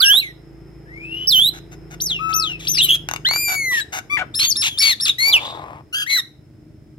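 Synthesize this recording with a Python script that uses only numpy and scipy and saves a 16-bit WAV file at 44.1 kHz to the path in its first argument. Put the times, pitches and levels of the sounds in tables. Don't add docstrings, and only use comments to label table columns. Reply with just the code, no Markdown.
import sys
import numpy as np
from scipy import signal
from scipy.fft import rfft, irfft
from scipy.io import wavfile
from scipy.ndimage import uniform_filter1d

SR = 44100
rng = np.random.default_rng(int(sys.argv[2]) if len(sys.argv) > 2 else 0)


def store_wav(level_fs):
    pcm = np.round(np.clip(np.atleast_2d(level_fs), -1, 1) * 32767)
    wavfile.write(sys.argv[1], SR, pcm.T.astype(np.int16))


N = 307818
TIME = np.arange(N) / SR
STEP_S = .001
LEFT_LEAD_S = .00023
CUTOFF_HZ = 15900

# (time [s], firing rate [1/s])
ENGINE_SPEED = [(0, 27.5), (.5, 27.5), (1.4, 27.5), (2.4, 27.5), (2.85, 26.5), (3.3, 25), (4.3, 23.5),
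                (5.5, 24.5), (7, 26)]
# (time [s], level [dB])
ENGINE_LEVEL = [(0.0, -45), (0.66, -40), (2.88, -36.5), (3.89, -46.5), (4.31, -42), (5.15, -46),
                (5.75, -44), (6.01, -51.5), (6.69, -44), (6.98, -45.5)]
# (frequency [Hz], gain [dB])
ENGINE_NEAR = [(21, -43), (35, -9), (62, 7), (81, -31.5), (92, -5), (152, 5.5), (172, -6), (195, -11),
               (267, -14.5), (298, -6), (326, 0), (487, -24), (700, -29.5), (910, -57.5), (1540, -120)]
# (frequency [Hz], gain [dB])
ENGINE_FAR = [(21, -51.5), (35, -17), (64, -0.5), (151, 3.5), (189, -17), (216, -1), (255, -13), (312, 1),
              (430, -28.5), (484, -42), (600, -17), (780, -47.5), (1320, -120)]
# (time [s], sixth order peak [dB], twelfth order peak [dB])
BOOM = [(0, -54, -72), (.6, -59, -46), (1.15, -56, -39.5), (1.4, -43, -57), (2.3, -39.5, -50),
        (2.9, -34.5, -57), (3.4, -49, -48.5), (4, -64.5, -61.5)]
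# (frequency [Hz], gain [dB])
AIR = [(240, -25), (400, -7.5), (598, -22.5), (645, -18), (1090, -28.5), (1380, -26), (1760, -29.5),
       (1960, -26), (4650, -48), (5270, -22), (5520, -48), (13900, -49), (16000, -71)]
# (time [s], level [dB])
AIR_LEVEL = [(0, -53), (1, -50.5), (2.7, -48.5), (4, -51), (5.2, -55.5), (6.3, -59), (7, -59.5)]
# (delay [s], level [dB])
WALL_ECHOES = [(.0031, -24.5), (.0068, -18), (.0115, -21)]
# (frequency [Hz], gain [dB])
ROOM_COLOUR = [(200, -5.5), (1000, 2), (2500, -1.5), (3800, 1), (6000, -3), (11000, -2), (16000, -12.5)]
# (frequency [Hz], left over right [dB])
BALANCE_DB = [(300, 4.5), (750, 6.5), (1500, 3), (2200, 13), (3100, -1), (4400, 2.5), (6000, 4.5),
              (7000, -0.5), (11200, 8.5), (14000, 0.5)]
# (frequency [Hz], gain [dB])
OVERTONES = [(2500, 26.5), (4000, 2.5), (6500, 2), (8400, -9), (9700, -9), (11400, 2), (13000, -6.5),
             (15500, -13)]

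# (start [s], lowest [s], end [s], top [Hz], lowest pitch [Hz],
# end pitch [Hz], level [dB], left over right [dB])
WHOOPS = [(-.02, 0.077, .208, 5670, 2720, 4160, -9.5, -6),
          (1.272, 1.377, 1.4963, 5680, 3000, 4120, -11, -4.5)]
WHOOP_FLICK_S, WHOOP_FLICK, WHOOP_BEND = .013, .13, 2.5
# (pitch [Hz], gain [dB])
WHOOP_GAIN = [(2700, -9.5), (3000, 0), (3280, -0.5), (3650, -3), (4050, -4.5), (5600, -2.5)]
# (pitch [Hz], octave [dB])
WHOOP_OCTAVE = [(2700, -3.5), (2950, -16), (3250, -31), (4100, -23.5), (5600, -24.5)]

# (start [s], end [s], first pitch [Hz], last pitch [Hz], scoop [share], droop [share],
# level [dB], swell [dB], octave [dB], higher overtones [dB], left over right [dB])
FLUTES = [(0, .13, 1539, 1710, 0.31, 0.046, -21, -4.5, -13.5, -17, 8.5),
          (2.19, 2.47, 1311, 1297, 0.13, 0.039, -26, -3.5, -9.5, -25, 10.5),
          (4.098, 4.169, 1188, 1179, 0.078, 0.0056, -29.5, 2, 11, -5, 2)]
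# (start [s], end [s], first pitch [Hz], last pitch [Hz], scoop [share],
# droop [share], level [dB], swell [dB], octave [dB], higher overtones [dB], left over right [dB])
CRIES = [(4.395, 4.485, 4330, 4550, 0.084, 0.012, -19, -19, -24, -19, -0.5),
         (4.802, 4.938, 2306, 2180, 0.049, 0.21, -22, -6, 7, -3.5, 24),
         (5.184, 5.312, 2045, 2419, 0.062, 0.042, -17.5, 0, -0.5, -9.5, 8.5),
         (6.062, 6.162, 2170, 2295, .27, .12, -21, 2, -13.5, -16.5, 12),
         (6.095, 6.207, 2077, 2012, .05, .11, -24.5, 1.5, 6, -4, -19)]
SCOOP_S, DROOP_S = 0.011, 0.022

# (start [s], end [s], first pitch [Hz], last pitch [Hz], level [dB])
SQUAWKS = [(0.01, 0.051, 2100, 1886, -34), (2.595, 2.71, 1500, 1332, -37), (2.737, 2.894, 1500, 1310, -34),
           (2.948, 2.965, 1723, 1500, -28), (3.729, 3.81, 1300, 1063, -29), (4.389, 4.462, 1500, 1075, -21),
           (4.622, 4.689, 1500, 850, -18.5), (4.814, 4.915, 1719, 977, -20.5),
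           (5.056, 5.103, 1730, 1155, -20.5), (6.097, 6.118, 1104, 944, -29)]
# (start [s], peak [s], end [s], first pitch [Hz], peak pitch [Hz], last pitch [Hz],
# level at the peak [dB], octave [dB], higher overtones [dB], left over right [dB])
SLIDES = [(.128, .142, 0.17, 1500, 835, 430, -34.5, 0.5, -2.5, 8),
          (.205, .235, 0.32, 2900, 2200, 1850, -27, -30, -19.5, -1.5),
          (3.712, 3.735, 3.74, 1222, 990, 860, -36.5, -2, 0, 4),
          (4.44, 4.448, 4.495, 3500, 3630, 3100, -18.5, -19, -22.5, -0.5),
          (4.652, 4.661, 4.79, 3850, 3550, 3000, -25.5, -15.5, -16.5, 1.5),
          (6.155, 6.168, 6.2, 1980, 1600, 1033, -27, -14, -18, 6)]
# (start [s], peak [s], end [s], first pitch [Hz], peak pitch [Hz], last pitch [Hz],
# level at the peak [dB], octave [dB], higher overtones [dB], left over right [dB])
CHIRPS = [(3.798, 3.812, 3.834, 4730, 3900, 3894, -25.5, -10, -24, 8),
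          (5.089, 5.096, 5.118, 3670, 3810, 3400, -10, -28, -26, 1),
          (5.312, 5.34, 5.385, 4535, 3076, 2250, -6.5, -21, -21, -1)]
# (start [s], peak [s], end [s], first pitch [Hz], peak pitch [Hz], last pitch [Hz],
# level at the peak [dB], octave [dB], higher overtones [dB], left over right [dB])
TWITTER = [(5.39, 5.46, 5.635, 3500, 3705, 3780, -30, -18, -24.5, 2.7)]

# (start [s], end [s], level [dB])
RASPS = [(1.375, 1.408, -39), (1.533, 1.592, -42.5), (1.717, 1.746, -41), (1.907, 1.95, -40),
         (2.098, 2.123, -40), (2.291, 2.322, -35.5), (2.488, 2.53, -44.5), (3.481, 3.554, -26),
         (3.925, 3.996, -26)]
# (start [s], relative strength [dB])
TICKS = [(3.088, -3), (3.287, -2.5)]
TICK_GAP_S = .0244
# (frequency [Hz], width [Hz], gain [dB])
THROAT = [(750, 310, -3.5), (1500, 250, 2), (2150, 350, -1), (2860, 140, -2), (3620, 130, -5),
          (6300, 700, -4.5), (11700, 810, -15), (14000, 990, -19)]

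# (start [s], crest [s], end [s], top [Hz], half-fall time [s],
# level [dB], swell [dB], left over right [dB])
ARCHES = [(2.001, 2.044, 2.2, 6300, 0.048, -24.5, -1.5, 1), (2.327, 2.37, 2.57, 6080, 0.061, -24, -8, 4.5),
          (2.67, 2.716, 2.882, 6135, 0.071, -20, -4, 5), (4.42, 4.489, 4.531, 6740, 0.038, -19, 23, 7)]
ARCH_SCOOP, ARCH_SCOOP_S, ARCH_REST_HZ = .58, 0.008, 2200
# (pitch [Hz], gain [dB])
ARCH_GAIN = [(2500, -2), (3000, 0), (3800, 2), (4800, -3.5), (5500, 0.5), (6200, -1)]
OCTAVE_FADE_DB = 19

# (time [s], pitch [Hz], level [dB], octave [dB], higher overtones [dB])
YELP = [(2.775, 2016, -22, -5.5, -11), (2.786, 2826, -19.5, 0.5, -34), (2.808, 2860, -12, -23.5, -37),
        (2.82, 3500, -14.5, -27.5, -17), (2.85, 3920, -27, 2.5, 16.5), (2.868, 3860, -25, -26.5, -25)]
# (time [s], pitch [Hz], level [dB])
WAIL = [(3.25, 1454, -25), (3.268, 1977, -24), (3.31, 2212, -27), (3.366, 2373, -26.5),
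        (3.428, 2413, -24.5), (3.596, 2216, -23.5), (3.748, 1910, -18.5), (3.796, 1750, -18.5),
        (3.812, 1579, -29)]
# (time [s], pitch [Hz], level [dB], octave [dB], higher overtones [dB])
CROAK = [(4.169, 1121, -37.5, 24, -2), (4.196, 794, -29, 0, 7), (4.222, 750, -29, 7.5, -7.5),
         (4.245, 442.1, -43, -6.5, -10)]
# (start [s], drop [s], end [s], top [Hz], level [dB],
# left over right [dB])
PIPS = [(4.341, 4.413, 4.412, 5317, -25, 0), (4.556, 4.62, 4.637, 5398, -22, -1),
        (4.776, 4.831, 4.845, 5410, -20, 2), (5, 5.055, 5.074, 5430, -21, 2)]
PIP_REST_HZ, PIP_RISE_S, PIP_SWITCH_S = 3500, .009, .002

GROWL_START_S, GROWL_END_S, GROWL_DB, GROWL_SWELL_DB = 5.21, 5.82, -34, -4.5
# (frequency [Hz], width [Hz], gain [dB])
GROWL_THROAT = [(566, 600, -2), (850, 330, 4), (1132, 140, 1.5), (2100, 1200, -9.5)]


def from_db(db):
    return 10 ** (np.asarray(db) / 20)


def rms_one(x):
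    return x / np.sqrt(np.mean(x ** 2) + 1e-20)


def curves(rows, t):
    s, *columns = np.transpose(rows)
    return [np.interp(t, np.sort(s), c) for c in columns]


def at_hz(points, hz):
    f, db = np.transpose(points)
    return np.interp(np.log(np.maximum(hz, 1)), np.log(f), db)


def coloured(x, spectrum):
    size = x.shape[-1]
    gains = from_db(at_hz(spectrum, np.fft.rfftfreq(size, 1 / SR)))
    return irfft(rfft(x) * gains, size)


def drift(size, rate):
    r = np.exp(-2 * np.pi * rate / SR)
    noise = rng.standard_normal(size + SR // 2)
    return rms_one(signal.lfilter([1], [1, -2 * r, r * r], noise))[-size:]


def span(start, end, fade_s):
    first = max(0, int((start - fade_s / 2) * SR))
    last = min(N, int((max(end, start + .005) + fade_s / 2) * SR))
    i = np.arange(first, last)
    to_edge = np.minimum(i - i[0], i[-1] - i)
    return i, np.sin(np.pi / 2 * np.clip(to_edge / (fade_s * SR), 0, 1)) ** 2


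def panned(db):
    gains = from_db(np.array([db, -db]) / 2)
    return gains / np.sqrt(np.mean(gains ** 2, axis=0))


def placed(x):
    return irfft(rfft(x) * panned(at_hz(BALANCE_DB, np.fft.rfftfreq(N, 1 / SR))), N)


def resonate(x, modes):
    out = 0
    for k, (hz, width, db) in enumerate(modes):
        r = np.exp(-np.pi * width / SR)
        poles = [1, -2 * r * np.cos(2 * np.pi * hz / SR), r * r]
        ringing = signal.lfilter([1, 0, -1], poles, x + 1e-18)
        out = out + (-1) ** k * from_db(db) * (1 - r * r) / 2 * ringing
    return out


def pulses(rate):
    return np.diff(np.floor(np.cumsum(rate) / SR), prepend=0)


def envelope(t, attack_s, release_s, edge_db, swell_db=0):
    edges = np.exp(-(t - t[0]) / attack_s) + np.exp((t - t[-1]) / release_s)
    return edge_db * edges + swell_db * np.linspace(-.5, .5, len(t))


def note(t, hz, db, octave_db, high_db, pan_db):
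    return np.column_stack(np.broadcast_arrays(t, hz, db, db + octave_db, db + high_db, pan_db))


def sing(notes, jitter, flutter_db, hoarse_db, lead_s, dip=0, dip_hz=50, undertone_db=None):
    out = np.zeros((2, N))
    for rows in notes:
        i, gate = span(rows[0][0], rows[-1][0], fade_s=.006)
        hz, first_db, octave_db, high_db, pan_db = curves(rows, TIME[i])

        dip_shape = np.cos(np.pi * dip_hz * (TIME[i] - TIME[i[0]])) ** 16
        dips = dip * dip_shape * from_db(3 * drift(len(i), 40))
        hz = uniform_filter1d(hz, size=130) * (1 + jitter * drift(len(i), 170) - dips)

        phase = 2 * np.pi * np.cumsum(hz) / SR + from_db(hoarse_db) * drift(len(i), 850)
        phases = np.array([phase, phase - 2 * np.pi * hz * lead_s])[:, None]

        k = np.arange(1, 14)[:, None]
        below_cutoff = np.clip((CUTOFF_HZ + 500 - k * hz) / 500, 0, 1)
        gains = from_db(at_hz(OVERTONES, k * hz)) * below_cutoff
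        gains[2:] *= from_db(high_db) / np.sqrt(np.sum(gains[2:] ** 2, axis=0) + 0.016)
        gains[0], gains[1] = from_db(first_db), from_db(octave_db)
        pans = at_hz(BALANCE_DB, k * hz)
        pans[0] = pan_db
        voice = np.sum(panned(pans) * gains * np.sin(k * phases), axis=1)

        if undertone_db is not None:
            thirds = sum(np.sin(m * phase / 3) for m in (1, 2, 4))
            voice += from_db(first_db + undertone_db) * thirds
        flutter = from_db(flutter_db * drift(len(i), 100))
        out[:, i] += np.sqrt(2) * voice * gate * flutter
    return out


def background(near_rough_db=-43, far_rough_db=-31):
    speed, = curves(ENGINE_SPEED, TIME)
    firings = pulses(speed * (1 + 0.00681 * drift(N, 6)))
    near = rms_one(coloured(firings + from_db(near_rough_db) * rng.standard_normal(N), ENGINE_NEAR))
    far = rms_one(coloured(firings + from_db(far_rough_db) * rng.standard_normal(N), ENGINE_FAR))
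    diffuse = from_db(-11.0) * rms_one(coloured(rng.standard_normal((2, N)), ENGINE_FAR))
    gone = np.clip((TIME - 2.9) / 1.6, 0, 1)
    firing = from_db(-3.0) * np.sqrt(1 - gone) * near + np.sqrt(gone) * far
    engine = (firing + diffuse) * from_db(curves(ENGINE_LEVEL, TIME)[0])

    air = rms_one(coloured(rng.standard_normal((2, N)) + rng.standard_normal(N), AIR))
    hiss_colour = [(1000, -3.5), (4000, -2.0), (9000, -7.0), (16000, -12)]   # (Hz, dB)
    hiss = from_db(-70) * rms_one(coloured(rng.standard_normal((2, N)), hiss_colour))
    return engine + hiss + air * from_db(curves(AIR_LEVEL, TIME)[0])


def exhaust():
    speed, = curves(ENGINE_SPEED, TIME)
    turns = 2 * np.pi * np.cumsum(speed * (1 + 0.0049 * drift(N, 6.9))) / SR
    sixth_db, twelfth_db = curves(BOOM, TIME)
    return from_db(sixth_db) * np.sin(6 * turns) + from_db(twelfth_db) * np.sin(12 * turns)


def whoops(high_db=-16):
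    for start, lowest, end, top_hz, low_hz, end_hz, db, pan_db in WHOOPS:
        t, top = np.arange(start, end, STEP_S), start + WHOOP_FLICK_S
        swoop = (top_hz - low_hz) * np.interp(t, [top, lowest], [1, 0]) ** WHOOP_BEND
        climb = np.interp(t, [lowest, end], [low_hz, end_hz])
        hz = (climb + swoop) * np.interp(t, [start, top], [1 - WHOOP_FLICK, 1])
        gain = at_hz(WHOOP_GAIN, hz)
        level = db + gain + envelope(t, 0.0011, 0.0043, edge_db=-6)
        yield note(t, hz, level, at_hz(WHOOP_OCTAVE, hz) - gain, high_db - gain, pan_db)


def held(rows, attack_s, release_s, edge_db):
    for start, end, first_hz, last_hz, scoop, droop, db, swell_db, octave_db, high_db, pan_db in rows:
        t = np.arange(start, end, STEP_S)
        sag = scoop * np.exp((start - t) / SCOOP_S) + droop * np.exp((t - end) / DROOP_S)
        hz = np.linspace(first_hz, last_hz, len(t)) * (1 - sag)
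        level = db + envelope(t, attack_s, release_s, edge_db, swell_db)
        yield note(t, hz, level, octave_db, high_db, pan_db)


def squawks(wander=.07, wander_hz=90, swoop=.6, swoops_per_s=48):
    bill = [(800, -18), (1500, -15.5), (2400, -1.0), (3500, 1.0), (4900, -14.0), (6500, -5.5),
            (8500, -22.5), (11300, -15.5), (15500, -31.5)]
    out, k = np.zeros(N), np.arange(1, 18)[:, None]
    for start, end, first_hz, last_hz, db in SQUAWKS:
        i, gate = span(start, end, fade_s=0.0091)
        tumble = .5 - np.cumsum(swoops_per_s * np.exp(.4 * drift(len(i), 60))) / SR % 1
        grit = .014 * drift(len(i), 900)
        bend = swoop * tumble + wander * drift(len(i), wander_hz) + grit
        hz = np.geomspace(first_hz, last_hz, len(i)) * np.exp(bend)
        gains = from_db(at_hz(bill, k * hz)) * (k * hz < CUTOFF_HZ)
        partials = gains * np.sin(k * 2 * np.pi * np.cumsum(hz) / SR)
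        flutter = from_db(2 * drift(len(i), 120))
        out[i] += from_db(db) * gate * rms_one(partials.sum(axis=0) * flutter)
    return placed(out)


def glides(rows, first_db, last_db):
    for start, peak, end, first_hz, peak_hz, last_hz, db, octave_db, high_db, pan_db in rows:
        level = db + np.array([first_db, 0, last_db])
        yield note([start, peak, end], [first_hz, peak_hz, last_hz], level, octave_db, high_db, pan_db)


def thin_rise(start_s=.86, end_s=1.268, first_hz=1665, last_hz=3040, bend=1.55, db=-35):
    t = np.arange(start_s, end_s, STEP_S)
    hz = last_hz + (first_hz - last_hz) * np.linspace(1, 0, len(t)) ** bend
    level = db + envelope(t, 0.009, 0.029, edge_db=-9, swell_db=24.5)
    return [note(t, hz, level, octave_db=-32, high_db=-30, pan_db=4.5)]


def rasps_and_ticks(pulse_hz=750, jitter=0.12, hiss_db=-24):
    buzz = pulses(pulse_hz * np.exp(jitter * drift(N, 400))) * from_db(4.1 * rng.standard_normal(N))
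    buzz = rms_one(resonate(buzz + from_db(hiss_db) * rng.standard_normal(N), THROAT))
    effort, snaps = np.zeros(N), np.zeros(N)
    for start, end, db in RASPS:
        i, gate = span(start, end, fade_s=0.012)
        effort[i] += from_db(db) * gate
    for start, db in TICKS:
        for k in range(4):
            i = np.arange(SR // 200)
            scrape = 0.25 * rng.standard_normal(len(i)) * np.exp(-i / (0.0013 * SR))
            snaps[int((start + k * TICK_GAP_S) * SR) + i] = from_db(db) * ((i == 0) + scrape)
    return placed(buzz * effort + from_db(12.0) * resonate(snaps, THROAT))


def arches(octave_db=-3, high_db=-37):
    for start, crest, end, top_hz, fall_s, db, swell_db, pan_db in ARCHES:
        t = np.arange(start, end, STEP_S)
        fall = 1 + (np.maximum(t - crest, 0) / fall_s) ** 2
        hz = ARCH_REST_HZ + (top_hz - ARCH_REST_HZ) / fall
        hz = hz * (1 - ARCH_SCOOP * np.exp((start - t) / ARCH_SCOOP_S))
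        level = db + at_hz(ARCH_GAIN, hz) + envelope(t, .008, .008, edge_db=-9, swell_db=swell_db)
        octave = octave_db + OCTAVE_FADE_DB * np.log2(hz / top_hz) + at_hz(OVERTONES, 2 * hz)
        yield note(t, hz, level, octave, high_db, pan_db)


def warble(start_s=2.886, settle_s=2.922, end_s=2.963, top_hz=3390, depth_hz=600, shake_hz=73,
           lag_s=.003, db=-12.0):
    t = np.arange(start_s, end_s, STEP_S)
    depth = np.interp(t, [settle_s - .005, settle_s + 0.006], [1, .25])
    shake = np.cos(np.pi * shake_hz * (t - start_s - lag_s)) ** 2 * depth
    level = db + envelope(t, .003, 0.0059, edge_db=-10, swell_db=-4.5)
    return [note(t, top_hz - depth_hz * shake, level, octave_db=-21, high_db=-17.5, pan_db=-1.5)]


def wail(first_octave_db=10, last_octave_db=-25, high_db=2.0, dulling_db=75, dullest_db=-16, pan_db=2):
    t, hz, db = np.transpose(WAIL)
    octave_db = np.interp(t, t[[0, -1]], [first_octave_db, last_octave_db])
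    high = np.maximum(high_db + dulling_db * np.log2(hz / hz.max()), dullest_db)
    return [note(t, hz, db, octave_db, high, pan_db)]


def pips(octave_db=-3, high_db=-24):
    for start, drop, end, top_hz, db, pan_db in PIPS:
        t = np.arange(start, end, STEP_S)
        risen = 1 / (1 + np.exp((start + PIP_RISE_S - t) / PIP_SWITCH_S))
        not_dropped = 1 / (1 + np.exp((t - drop) / PIP_SWITCH_S))
        hz = PIP_REST_HZ + (top_hz - PIP_REST_HZ) * risen * not_dropped
        level = db + envelope(t, .002, .003, edge_db=-2)
        octave = octave_db + OCTAVE_FADE_DB * np.log2(hz / top_hz)
        yield note(t, hz, level, octave, high_db, pan_db)


def growl(pulse_hz=43, air_db=-27):
    beats = pulses(pulse_hz * np.exp(.15 * drift(N, 25))) * from_db(2 * rng.standard_normal(N))
    source = beats + from_db(air_db) * rng.standard_normal(N)
    i, gate = span(GROWL_START_S, GROWL_END_S, fade_s=0.0075)
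    level = GROWL_DB + envelope(TIME[i], 0.061, 0.028, edge_db=-19.5, swell_db=GROWL_SWELL_DB)
    out = np.zeros(N)
    out[i] = gate * from_db(level) * rms_one(resonate(source, GROWL_THROAT)[i])
    return placed(coloured(out, [(1200, 0.5), (2500, -8), (5000, -13), (12000, -8.5)]))


def quaver(start_s=5.928, crest_s=5.997, end_s=6.044, top_hz=1655, sag_hz=230, db=-31):
    t = np.arange(start_s, end_s, STEP_S)
    hz = top_hz - sag_hz * ((t - crest_s) / (crest_s - start_s)) ** 2
    level = db + envelope(t, 0.013, .004, edge_db=-6.5)
    return [note(t, hz, level, octave_db=8.5, high_db=-0.5, pan_db=7.5)]


def whistles():
    flutes = held(FLUTES, attack_s=0.015, release_s=.008, edge_db=-12)
    cries = held(CRIES, attack_s=0.018, release_s=0.0051, edge_db=-9)
    chirps = glides(CHIRPS, first_db=-15, last_db=-12.5)
    slides = glides(SLIDES, first_db=-1.5, last_db=-17.5)
    twitter = glides(TWITTER, first_db=-6, last_db=-25)
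    yelp = note(*np.transpose(YELP), pan_db=-3.5)
    croak = note(*np.transpose(CROAK), pan_db=9.5)

    out = sing(flutes, jitter=0.0061, flutter_db=0.66, hoarse_db=-44.5, lead_s=-.00021)
    out += sing(whoops(), jitter=.006, flutter_db=1.2, hoarse_db=-38, lead_s=.00026)
    out += sing(slides, jitter=.02, flutter_db=-0.5, hoarse_db=-32.5, lead_s=.0002)
    out += sing(thin_rise(), jitter=.013, flutter_db=2.5, hoarse_db=-22.5, lead_s=.00028)
    out += sing(arches(), jitter=.0038, flutter_db=3.0, hoarse_db=-26.5, lead_s=0.0002263)
    out += sing([yelp, *warble()], jitter=.024, flutter_db=2.5, hoarse_db=-25, lead_s=.00029)
    out += sing(wail(), jitter=0.0017, flutter_db=0, hoarse_db=-56, lead_s=0.000423)
    out += sing(chirps, jitter=0.012, flutter_db=1.5, hoarse_db=-27.5, lead_s=.00029)
    out += sing([croak], jitter=0.027, flutter_db=1.5, hoarse_db=-17, lead_s=0.00014, dip=.13, dip_hz=114.0)
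    out += sing(pips(), jitter=0.00056, flutter_db=2.5, hoarse_db=-28.0, lead_s=.000205, undertone_db=-27.5)
    out += sing(cries, jitter=.009, flutter_db=1.0, hoarse_db=-24.0, lead_s=0.0002514)
    out += sing(twitter, jitter=0.0365, flutter_db=2.5, hoarse_db=-6.5, lead_s=0.00022, dip=.11, dip_hz=31.4)
    out += sing(quaver(), jitter=0.013, flutter_db=1.5, hoarse_db=-25, lead_s=0.00019, dip=.13, dip_hz=51.9)
    return out


def room(x, t60=0.31, wet_db=-19, early_t60=0.053, early_db=-17):
    t = TIME[:SR * 3 // 4]
    noise = coloured(rng.standard_normal((2, len(t))), ROOM_COLOUR) * (t > .002)
    response = 0
    for seconds, db in ((t60, wet_db), (early_t60, early_db)):
        tail = noise * np.exp(-np.log(1000) * t / seconds)
        response = response + from_db(db) * tail / np.sqrt(np.sum(tail ** 2) / 2)
    for s, db in WALL_ECHOES:
        response[[0, 1], [int(s * SR), int(s * 1.13 * SR)]] += from_db(db)
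    return signal.fftconvolve(x, response, axes=1)[:, :N]


def scene():
    harsh = squawks() + rasps_and_ticks() + growl()
    harsh[1] = np.interp(TIME - round(LEFT_LEAD_S * SR) / SR, TIME, harsh[1])
    birds = whistles() + harsh
    return birds + room(birds) + background() + exhaust()


def record(dry):
    rounded = dry / (1 + (dry / .9) ** 8) ** (1 / 8)
    return signal.sosfilt(signal.ellip(10, .1, 80, CUTOFF_HZ, fs=SR, output="sos"), rounded)


dry = scene()
out = record(dry)
store_wav(out)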